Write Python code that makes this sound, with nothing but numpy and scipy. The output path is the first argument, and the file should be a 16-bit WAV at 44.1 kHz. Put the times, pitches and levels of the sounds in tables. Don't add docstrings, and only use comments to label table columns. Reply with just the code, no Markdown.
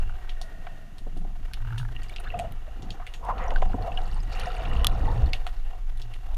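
import sys
import numpy as np
from scipy.fft import rfft, irfft, next_fast_len
from scipy.io import wavfile
from scipy.ndimage import uniform_filter1d, map_coordinates

SR = 44100
rng = np.random.default_rng(int(sys.argv[2]) if len(sys.argv) > 2 else 0)


def to_wav(s):
    ch = np.atleast_2d(s).T
    pcm = np.round(np.clip(ch, -1, 1) * 32767)
    wavfile.write(sys.argv[1], SR, pcm.astype(np.int16))


N = 280917

SEA_LEVEL = [(0, -55.5), (.3, -57), (.5, -62), (1.05, -64.5), (1.5, -60), (2.05, -56), (2.7, -62.5),
             (4.3, -53.5), (5.5, -56), (5.8, -61), (6.37, -58)]
WASH_EQ = [(100, -26), (280, 0.5), (380, 9), (590, -1.5), (1400, 4), (2300, -5.5), (3300, -6),
           (4500, -11.5), (8000, -19.5), (15000, -20)]
HISS_EQ = [(1000, 8), (3500, 1.5), (5000, -4.5), (6800, -2.5), (8000, -9.5), (11500, -8), (15000, -12)]
HOUSING_MODES = [(725, 65, 16), (1890, 71, 6), (2270, 120, -3), (2780, 110, 7.5)]
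SHIMMER_MODES = [(2820, 120, 16), (3600, 610, 11.5), (4480, 180, 13), (5600, 460, 11), (6550, 360, 14.5),
                 (7900, 290, -0.5), (9370, 800, 7), (11400, 400, 5), (12200, 670, 6)]
SINGING_MODES = [(400, 70, -6), (664, 75, 4), (1450, 40, -1), (1854, 63, 2), (2380, 74, -17),
                 (2710, 170, -9.5)]
SINGING_CUE = (0.37, 0.35, -54.5)
# t/s, level/dB, body f/Hz, treble level/dB, treble f/Hz, echo delay/s, scatter level/dB
SHRIMP_SNAPS = [(0.2938, -42, 2900, -22, 8500, 0.0043, -6.5), (0.4147, -42, 3900, -8, 9100, .005, -7),
                (.983, -51.5, 3300, -6, 9000, 0.0064, -8), (1.1727, -55, 4350, 1.5, 9000, 0.0032, -9),
                (1.535, -37.5, 3030, -17, 10800, 0.006, -11.5),
                (1.7805, -42, 3200, -10.5, 9200, 0.0054, -2), (2.0325, -48, 3200, -7, 8100, .004, -8.5),
                (2.095, -48.5, 2570, -14, 9000, 0.0027, -17), (2.162, -36.5, 3000, -22, 9000, 0.0046, -15),
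                (2.2, -48.5, 3500, 7, 9200, .005, -22), (2.391, -35, 2420, -11.5, 8200, 0.0061, -13),
                (2.522, -48.5, 2920, 2, 12300, .001, -29), (2.823, -50.5, 3870, -11, 6000, .006, -6),
                (2.9052, -39.5, 3350, -11, 6100, 0.0016, -10), (3.067, -40, 2050, -22.5, 9000, .007, -7),
                (3.1383, -44, 2680, -11.5, 7000, 0.0064, -3.5),
                (3.2495, -53.5, 3300, -5, 8950, 0.0036, -14), (3.381, -46.5, 2370, -27, 6000, 0.0045, -4.5),
                (3.506, -37, 1880, -31, 9100, .002, -19), (3.56, -46, 3000, -18, 9000, 0.025, -5),
                (3.62, -40.5, 2000, -21, 7100, .002, -10), (4.3962, -42.5, 3940, -8, 9800, 0.0038, -9),
                (5.3329, -26.5, 2550, -22.5, 9500, .0014, -11.5),
                (5.467, -38, 2970, -14, 9000, 0.0067, -14), (5.974, -54, 3380, -5, 9400, .007, -12),
                (5.997, -52.5, 3140, -8, 8000, .003, -8), (6.0175, -45.5, 3800, -21, 13000, 0.0056, -7.5),
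                (6.138, -45.5, 2700, -16, 9000, 0.0041, -9), (6.345, -52, 3500, -7, 9300, 0.0037, -20)]

RIGGING_SLIPS = [(.034, -41.5), (.065, -48), (.095, -33), (.124, -41), (.155, -39), (.187, -48),
                 (.215, -52), (.246, -38.5), (.275, -42), (1.4524, -44), (1.4826, -43), (1.513, -41),
                 (1.571, -38), (1.6029, -40), (1.6236, -38.5), (1.6488, -36), (1.6728, -36), (1.6863, -35),
                 (1.7055, -32), (1.725, -33), (1.732, -32.5), (1.745, -34), (1.759, -38), (1.777, -32),
                 (1.7978, -31), (1.813, -35), (1.8295, -34), (1.8507, -33), (1.8878, -37), (1.914, -49)]
RIGGING_MODES = [(920, 0, 0.026), (1300, 1.5, .018), (1522, 3, 0.025), (2760, -10, .012)]
HUM_CUES = [(1.68, 0.14, -32), (6.02, 0.075, -47.5)]
DULL_KNOCKS = [(.412, -41.5, 1010, 6.5), (.6675, -35, 1390, 3), (1.066, -33.5, 396, -5),
               (1.167, -37, 256, -3), (1.248, -41, 330, -1), (2.999, -37.5, 1110, 5), (3.287, -30, 990, 7),
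               (3.6215, -21, 640, -8), (3.7412, -22.5, 243, -6), (5.4655, -27, 1270, 1)]
HARD_TICKS = [(4.846, -12, 3330, 3010, -21), (4.869, -10, 3470, 3960, -11.5)]
SHELL_MODES = [(4220, -5, 0.0042), (6000, -3.5, 0.002), (8860, 0, 0.0023), (10930, -3, 0.0066),
               (12600, -5, 0.0032)]

AIR_POCKETS = [(2.2, 0.27, -55, -56.5, -80), (2.68, 0.4, -57, -63.5, -77), (3.28, 0.027, -38.5, -61, -89),
               (3.41, 0.11, -37, -55, -74), (3.81, 0.092, -40, -59, -68.5), (3.96, 0.19, -60, -57, -61.5),
               (4.35, 0.11, -42.5, -45.5, -52.5), (4.54, 0.25, -41.5, -47, -60),
               (4.82, 0.42, -41.5, -52.5, -60), (5.35, 0.24, -66, -70, -70)]
GURGLE_EQ = [(250, -16), (400, -8), (505, -1.5), (590, -9), (745, 5), (870, -6), (1030, -4), (1400, -13),
             (2400, -35)]
BURBLE_EQ = [(700, -18), (1300, -1), (1600, -7), (1870, -1), (2220, -11), (2400, -5), (2560, -9), (2720, 0),
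             (2960, 0), (3120, -11), (3600, -10), (5000, -26)]
SPRAY_EQ = [(2000, -16), (3500, -0.5), (4800, -2.5), (6200, -9.5), (8500, -6), (9700, -2), (10600, -11),
            (15000, -18)]
AIR_GUSHES = [(2.273, -40, 1560, 0.011), (2.357, -45.5, 523, 0.031), (2.426, -46.5, 656, 0.071),
              (3.023, -46.5, 1110, 0.014), (3.276, -37.5, 955, 0.039), (3.303, -27, 980, 0.018),
              (3.424, -44, 1220, 0.085), (3.426, -44.5, 1890, 0.04), (3.415, -58, 2430, 0.039),
              (3.522, -33, 733, 0.0085), (3.628, -30, 990, 0.0037), (3.734, -40, 1400, 0.0032),
              (3.745, -36.5, 960, 0.0041), (3.789, -36.5, 720, 0.011), (3.864, -36.5, 703, 0.03),
              (4.172, -46, 895, 0.024), (4.329, -47, 4360, 0.0089), (4.414, -40, 2740, 0.0067),
              (4.656, -39, 2720, 0.005), (4.735, -43, 2920, 0.0048), (4.77, -41.5, 3020, 0.004),
              (5.096, -36.5, 916, 0.036)]
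SINGLE_BUBBLES = [(0.295, -34, 3260), (1.067, -31.5, 427), (1.202, -28, 169), (1.964, -33.5, 2860),
                  (2.097, -41, 2300), (2.139, -43, 3770), (2.165, -36, 3180), (2.184, -36.5, 2770),
                  (2.267, -48, 1600), (2.303, -33.5, 2740), (2.322, -40, 2000), (2.342, -39, 2660),
                  (2.34, -25.5, 722), (2.394, -24, 700), (2.345, -36, 1230), (2.42, -32.5, 742),
                  (2.445, -29, 680), (2.678, -36.5, 614), (2.862, -37, 280), (2.906, -31.5, 3200),
                  (3.288, -23.5, 980), (3.4395, -49, 6800), (3.471, -28.5, 955), (3.481, -40.5, 5920),
                  (3.56, -23, 1565), (3.623, -22.5, 760), (3.824, -41.5, 4330), (3.877, -26.5, 689),
                  (3.919, -35, 2700), (3.974, -24, 2960), (3.978, -34, 1670), (4.144, -47.5, 8760),
                  (4.204, -46, 5060), (4.228, -52, 8300), (4.233, -47, 6500), (4.4, -47, 10400),
                  (4.469, -26.5, 730), (4.6, -31, 693), (4.735, -51, 7900), (4.845, -19.5, 1220),
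                  (5.076, -27, 860), (5.26, -41, 4370), (5.335, -26, 2660)]
BUBBLE_TRICKLES = [(1.961, 0.36, -48.5, 2980), (3.501, .8, -58, 4820)]

EDDY_THUMPS = [(3.756, -25.5, 99, 0.019), (4.798, -18.5, 55, 0.032), (5.199, -25.5, 118.6, 0.039),
               (5.247, -14, 62, 0.02)]
SWAY_LEVEL = [(0.0, -23.5), (0.05, -28.5), (0.92, -43), (1.08, -31), (3.35, -40), (3.58, -22), (4.65, -39),
              (4.74, -27.5), (6.37, -33)]
FLOW_LEVEL = [(0.0, -32), (0.46, -43.5), (0.55, -38), (0.71, -60), (1.6, -34.5), (3.19, -39.5),
              (3.32, -29.5), (3.89, -29.5), (4.04, -47), (4.1, -25.5), (4.31, -26.5), (4.38, -31.5),
              (4.81, -25.5), (4.95, -24.5), (5.25, -27), (5.29, -31), (6.25, -39), (6.37, -26)]
FLOW_SURGES = [(0, 0.098, -36, -58), (.5, 0.99, -56, -57.5), (1.19, 0.032, -50, -47.5),
               (1.6, 0.5, -49, -58), (2.36, 0.14, -37.5, -49), (2.825, 0.085, -41.5, -48),
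               (3.28, 0.44, -44.5, -51.5), (3.73, 0.08, -32.5, -47.5), (3.93, 0.41, -40.5, -52.5),
               (4.44, 0.01, -38.5, -50.5), (4.68, 0.46, -31, -45), (5.05, 0.23, -30.5, -45.5)]
SWAY_EQ = [(5, -49), (12, -23), (20, 4.5), (25, -9.5), (35, -30)]
RUMBLE_EQ = [(16, -25), (27, 9), (42, 5.5), (55, -0.5), (85, -28)]
BUFFET_EQ = [(30, -36), (48, 1.5), (62, 1), (85, 2), (112, -1), (150, -22), (220, -44)]
CHURN_EQ = [(70, -27), (110, -1.5), (160, -1), (220, -4), (330, -5), (480, -16), (700, -26)]


def amp(db):
    return 10 ** (np.asarray(db) / 20)


def unit(x):
    return x / np.sqrt(np.mean(x ** 2) + 1e-20)


def noise(n=N):
    return rng.standard_normal(n)


def shape(points, hz):
    f, db = np.transpose(points)
    return amp(np.interp(np.log(hz + 1), np.log(f + 1), db))


def fader(points):
    s, db = np.transpose(points)
    return amp(np.interp(np.arange(N) / SR, s, db))


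def swells(cues, attack_s, release_s):
    power = 0
    for start, length, *dbs in cues:
        t = np.arange(N) / SR - start
        swell = np.exp(np.minimum(t, 0) / attack_s - np.maximum(t - length, 0) / release_s)
        power += np.outer(amp(dbs), swell) ** 2
    return np.sqrt(power)


def wobble(rate):
    return map_coordinates(noise(int(N * rate / SR) + 4), [np.arange(N) * rate / SR])


def filtered(x, response):
    m = next_fast_len(len(x) + SR // 2)
    return irfft(rfft(x, m) * response(np.fft.rfftfreq(m, 1 / SR)), m)[:len(x)]


def coloured(x, points):
    lo, hi = points[0][0], points[-1][0]
    skirts = lambda hz: (np.minimum(hz / lo, 1) / np.maximum(hz / hi, 1)) ** 6
    return unit(filtered(x, lambda hz: shape(points, hz) * skirts(hz)))


def resonance(f, hz, width):
    return 1j * f * width / (hz * hz - f * f + 1j * f * width)


def noise_band(n, hz, width):
    return unit(filtered(noise(n), lambda f: resonance(f, hz, width) ** 2))


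def shimmer(f):
    power = sum(np.abs(amp(db) * resonance(f, hz, width)) ** 2 for hz, width, db in SHIMMER_MODES)
    return np.sqrt(1 + power)


def steadied(x, seconds):
    window = int(seconds * SR)
    power = uniform_filter1d(uniform_filter1d(x * x, window), window)
    return x / np.sqrt(np.abs(power) + 1e-9)


def fade(t, t60):
    return np.exp(-np.log(1000) * t / t60)


def add(track, s, sound):
    room = track[max(round(s * SR), 0):][:len(sound)]
    room += sound[:len(room)]


def ping(t, hz, t60, rise=0):
    phase = 2 * np.pi * hz * t * (1 + rise * np.minimum(t / t60, 1) / 2)
    return np.sin(phase) * fade(t, t60) * (1 - np.exp(-t * hz))


def swarm(rate, hz, octaves, cycles, size_db, hiss_db):
    count = int(rate * N / SR)
    when, size, height = rng.random((count, 3)).T[:, :, None]
    pitch = hz * 2 ** (octaves * (2 * height - 1))
    k = np.arange(int(2.3 * cycles / hz * SR))
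    gain = amp(-size_db * np.log(1 - .97 * size))
    grains = gain * ping(k / SR, pitch, cycles / pitch, rise=0.17)
    positions = (when * N).astype(int) + k
    cloud = np.bincount(positions.ravel(), grains.ravel(), N)[:N]
    return unit(unit(cloud) + amp(hiss_db) * noise())


def sea():
    wash = filtered(noise() * amp(3.8 * wobble(90)), lambda f: shape(WASH_EQ, f))
    rings = sum(amp(db + 5 * wobble(8.7)) * filtered(wash, lambda f: resonance(f, hz, width))
                for hz, width, db in HOUSING_MODES)
    far = amp(6) * fader(SEA_LEVEL) * unit(wash + rings)
    return far + amp(-64) * coloured(noise(), HISS_EQ)


def shrimps(echo_db=-4):
    out, t = np.zeros(N), np.arange(SR // 5) / SR
    for s, db, hz, treble_db, treble_hz, echo_s, scatter_db in SHRIMP_SNAPS:
        body = lambda f: resonance(f, hz, width=hz) ** 3
        treble = lambda f: amp(treble_db) * resonance(f, treble_hz, width=1900)
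        crack = filtered(noise(len(t)) * fade(t, 0.01), lambda f: body(f) + treble(f))
        crack /= np.sqrt(np.mean(crack[:SR // 250] ** 2))
        dull = filtered(noise(len(t)), lambda f: body(f) * shimmer(f))
        bright = filtered(noise(len(t)), lambda f: treble(f) * shimmer(f))
        scatter = (dull * fade(t, 0.12) + bright * fade(t, 0.2)) / np.std(dull + bright)
        add(out, s, amp(db) * (crack + amp(scatter_db + 4) * scatter))
        add(out, s + echo_s, amp(db + echo_db) * crack)
    return out


def singing():
    modes = lambda f: sum((-1) ** k * amp(db) * resonance(f, hz, width)
                          for k, (hz, width, db) in enumerate(SINGING_MODES))
    envelope, = swells([SINGING_CUE], attack_s=0.013, release_s=0.27)
    return envelope * unit(filtered(noise(), modes))


def rigging(hum_hz=115.8):
    out, t = np.zeros(N), np.arange(SR // 16) / SR
    pitch = hum_hz * (1 + 0.061 * wobble(60))
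    hum = np.sqrt(2) * np.sin(2 * np.pi * np.cumsum(pitch) / SR)
    for s, db in RIGGING_SLIPS:
        ring = sum(amp(rng.normal(level, 2)) * ping(t, hz * 2 ** rng.normal(0, 0.065), t60)
                   for hz, level, t60 in RIGGING_MODES)
        scrape = filtered(noise(len(t)) * fade(t, 0.0051), lambda f: resonance(f, 1500, width=1470))
        add(out, s, amp(db - 6) * (ring + amp(1) * scrape))
    envelope, = swells(HUM_CUES, attack_s=0.05, release_s=0.084)
    return out + hum * amp(1.6 * wobble(55)) * envelope


def knocks():
    out, t = np.zeros(N), np.arange(SR // 8) / SR
    ring = ping(t, hz=723, t60=0.058)
    for s, db, hz, ring_db in DULL_KNOCKS:
        push = ping(t, hz, t60=5.2 / hz)
        thud = filtered(noise(len(t)) * fade(t, 0.044), lambda f: resonance(f, hz, 1.2 * hz) ** 3)
        thud /= np.abs(thud).max()
        add(out, s, amp(db) * (amp(-1) * push + amp(0.5) * thud + amp(ring_db) * ring))
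    return out


def ticks():
    out, t = np.zeros(N), np.arange(SR // 20) / SR
    mode = lambda hz, t60: np.sin(2 * np.pi * hz * t) * fade(t, t60)
    grit = lambda hz, width, t60: noise_band(len(t), hz, width) * fade(t, t60)
    shell = sum((-1) ** k * amp(db) * mode(hz, t60) for k, (hz, db, t60) in enumerate(SHELL_MODES))
    attack = 1 - fade(t, 0.00064)
    for s, ring_db, hz, after_hz, crack_db in HARD_TICKS:
        ring = mode(hz, 0.01) + amp(-12) * mode(after_hz, 0.024) + amp(-15.5) * grit(hz, 2300, 0.022)
        crack = shell + amp(-9) * grit(10500, 6500, 0.0063)
        add(out, s, amp(ring_db) * ring * attack + amp(crack_db) * crack)
    return out


def gurgle():
    large, small, tiny = swells(AIR_POCKETS, attack_s=0.043, release_s=0.091)
    low = swarm(rate=500, hz=779, octaves=0.915, cycles=20.2, size_db=2, hiss_db=6.5)
    mid = swarm(rate=1300, hz=2056, octaves=0.832, cycles=25, size_db=6, hiss_db=-0.5)
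    high = swarm(rate=2400, hz=6330, octaves=0.834, cycles=25, size_db=8.5, hiss_db=-11)
    glug = steadied(coloured(low, GURGLE_EQ), seconds=0.048)
    burble = coloured(mid, BURBLE_EQ)
    fizz = unit(filtered(coloured(high, SPRAY_EQ), shimmer))
    return amp(0.5) * large * glug + amp(2) * small * burble + amp(0.5) * tiny * fizz


def gushes():
    out, t = np.zeros(N), np.arange(SR // 4) / SR
    for s, db, hz, half_length in AIR_GUSHES:
        churn = noise_band(len(t), hz, width=0.31 * hz)
        swell = np.exp(-((t - t.mean()) / half_length) ** 2)
        add(out, s - t.mean(), amp(db) * np.sqrt(np.mean(swell ** 2)) * unit(churn * swell))
    return out


def strays(per_second=36, octaves=0.77):
    rows = []
    for start, length, db, hz in BUBBLE_TRICKLES:
        jitter = rng.uniform(-1, 1, size=(32, 3))[:round(length * per_second)]
        for k, (late, loud, high) in enumerate(jitter):
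            rows.append((start + (k + late / 2) / per_second, db + 3 * loud, hz * 2 ** (octaves * high)))
    return rows


def bubbles():
    out, t = np.zeros(N), np.arange(SR // 5) / SR
    for s, db, hz in SINGLE_BUBBLES + strays():
        sustain = 1 + 3 * np.abs(resonance(hz, 711.4, width=42)) ** 2
        t60 = 0.034 * sustain * (1000 / hz) ** 0.32
        splash = noise_band(len(t), hz, width=0.23 * hz) * fade(t, t60)
        add(out, s, amp(db + 2.5) * (ping(t, hz * .975, t60, rise=0.08) + 0.2 * splash))
    return out


def thumps():
    t = np.arange(N) / SR
    return sum(amp(db) * np.exp(-((t - s) / half_length) ** 2) * np.sin(2 * np.pi * hz * (t - s))
               for s, db, hz, half_length in EDDY_THUMPS)


def flow(glide_db=-40):
    rumble_gain = fader(FLOW_LEVEL)
    speed = rumble_gain / amp(glide_db)
    buffet_surge, churn_surge = swells(FLOW_SURGES, attack_s=0.073, release_s=0.061)
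    buffet_gain = np.hypot(amp(-49.5) * speed ** 0.099, buffet_surge)
    churn_gain = np.hypot(amp(-65) * speed ** 0.03, churn_surge)
    sway = fader(SWAY_LEVEL) * steadied(coloured(noise(), SWAY_EQ), seconds=0.23)
    rumble = rumble_gain * steadied(coloured(noise(), RUMBLE_EQ), seconds=0.065)
    buffet = buffet_gain * steadied(coloured(noise(), BUFFET_EQ), seconds=0.047)
    froth = swarm(rate=260, hz=274, octaves=1.246, cycles=6.2, size_db=3.5, hiss_db=2.5)
    churn = churn_gain * steadied(coloured(froth, CHURN_EQ), seconds=0.12)
    return amp(4.5) * sway + amp(-0.74) * rumble + amp(-2) * buffet + amp(3) * churn


def scene():
    water = flow() + thumps() + sea() + singing()
    air = gurgle() + gushes() + bubbles()
    return (water + air + shrimps() + knocks() + rigging() + ticks())[None]


def record(dry):
    top_hz = 15200
    return np.array([filtered(x, lambda hz: 1 / (1 + (hz / top_hz) ** 90)) for x in dry])


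dry = scene()
out = record(dry)
to_wav(out)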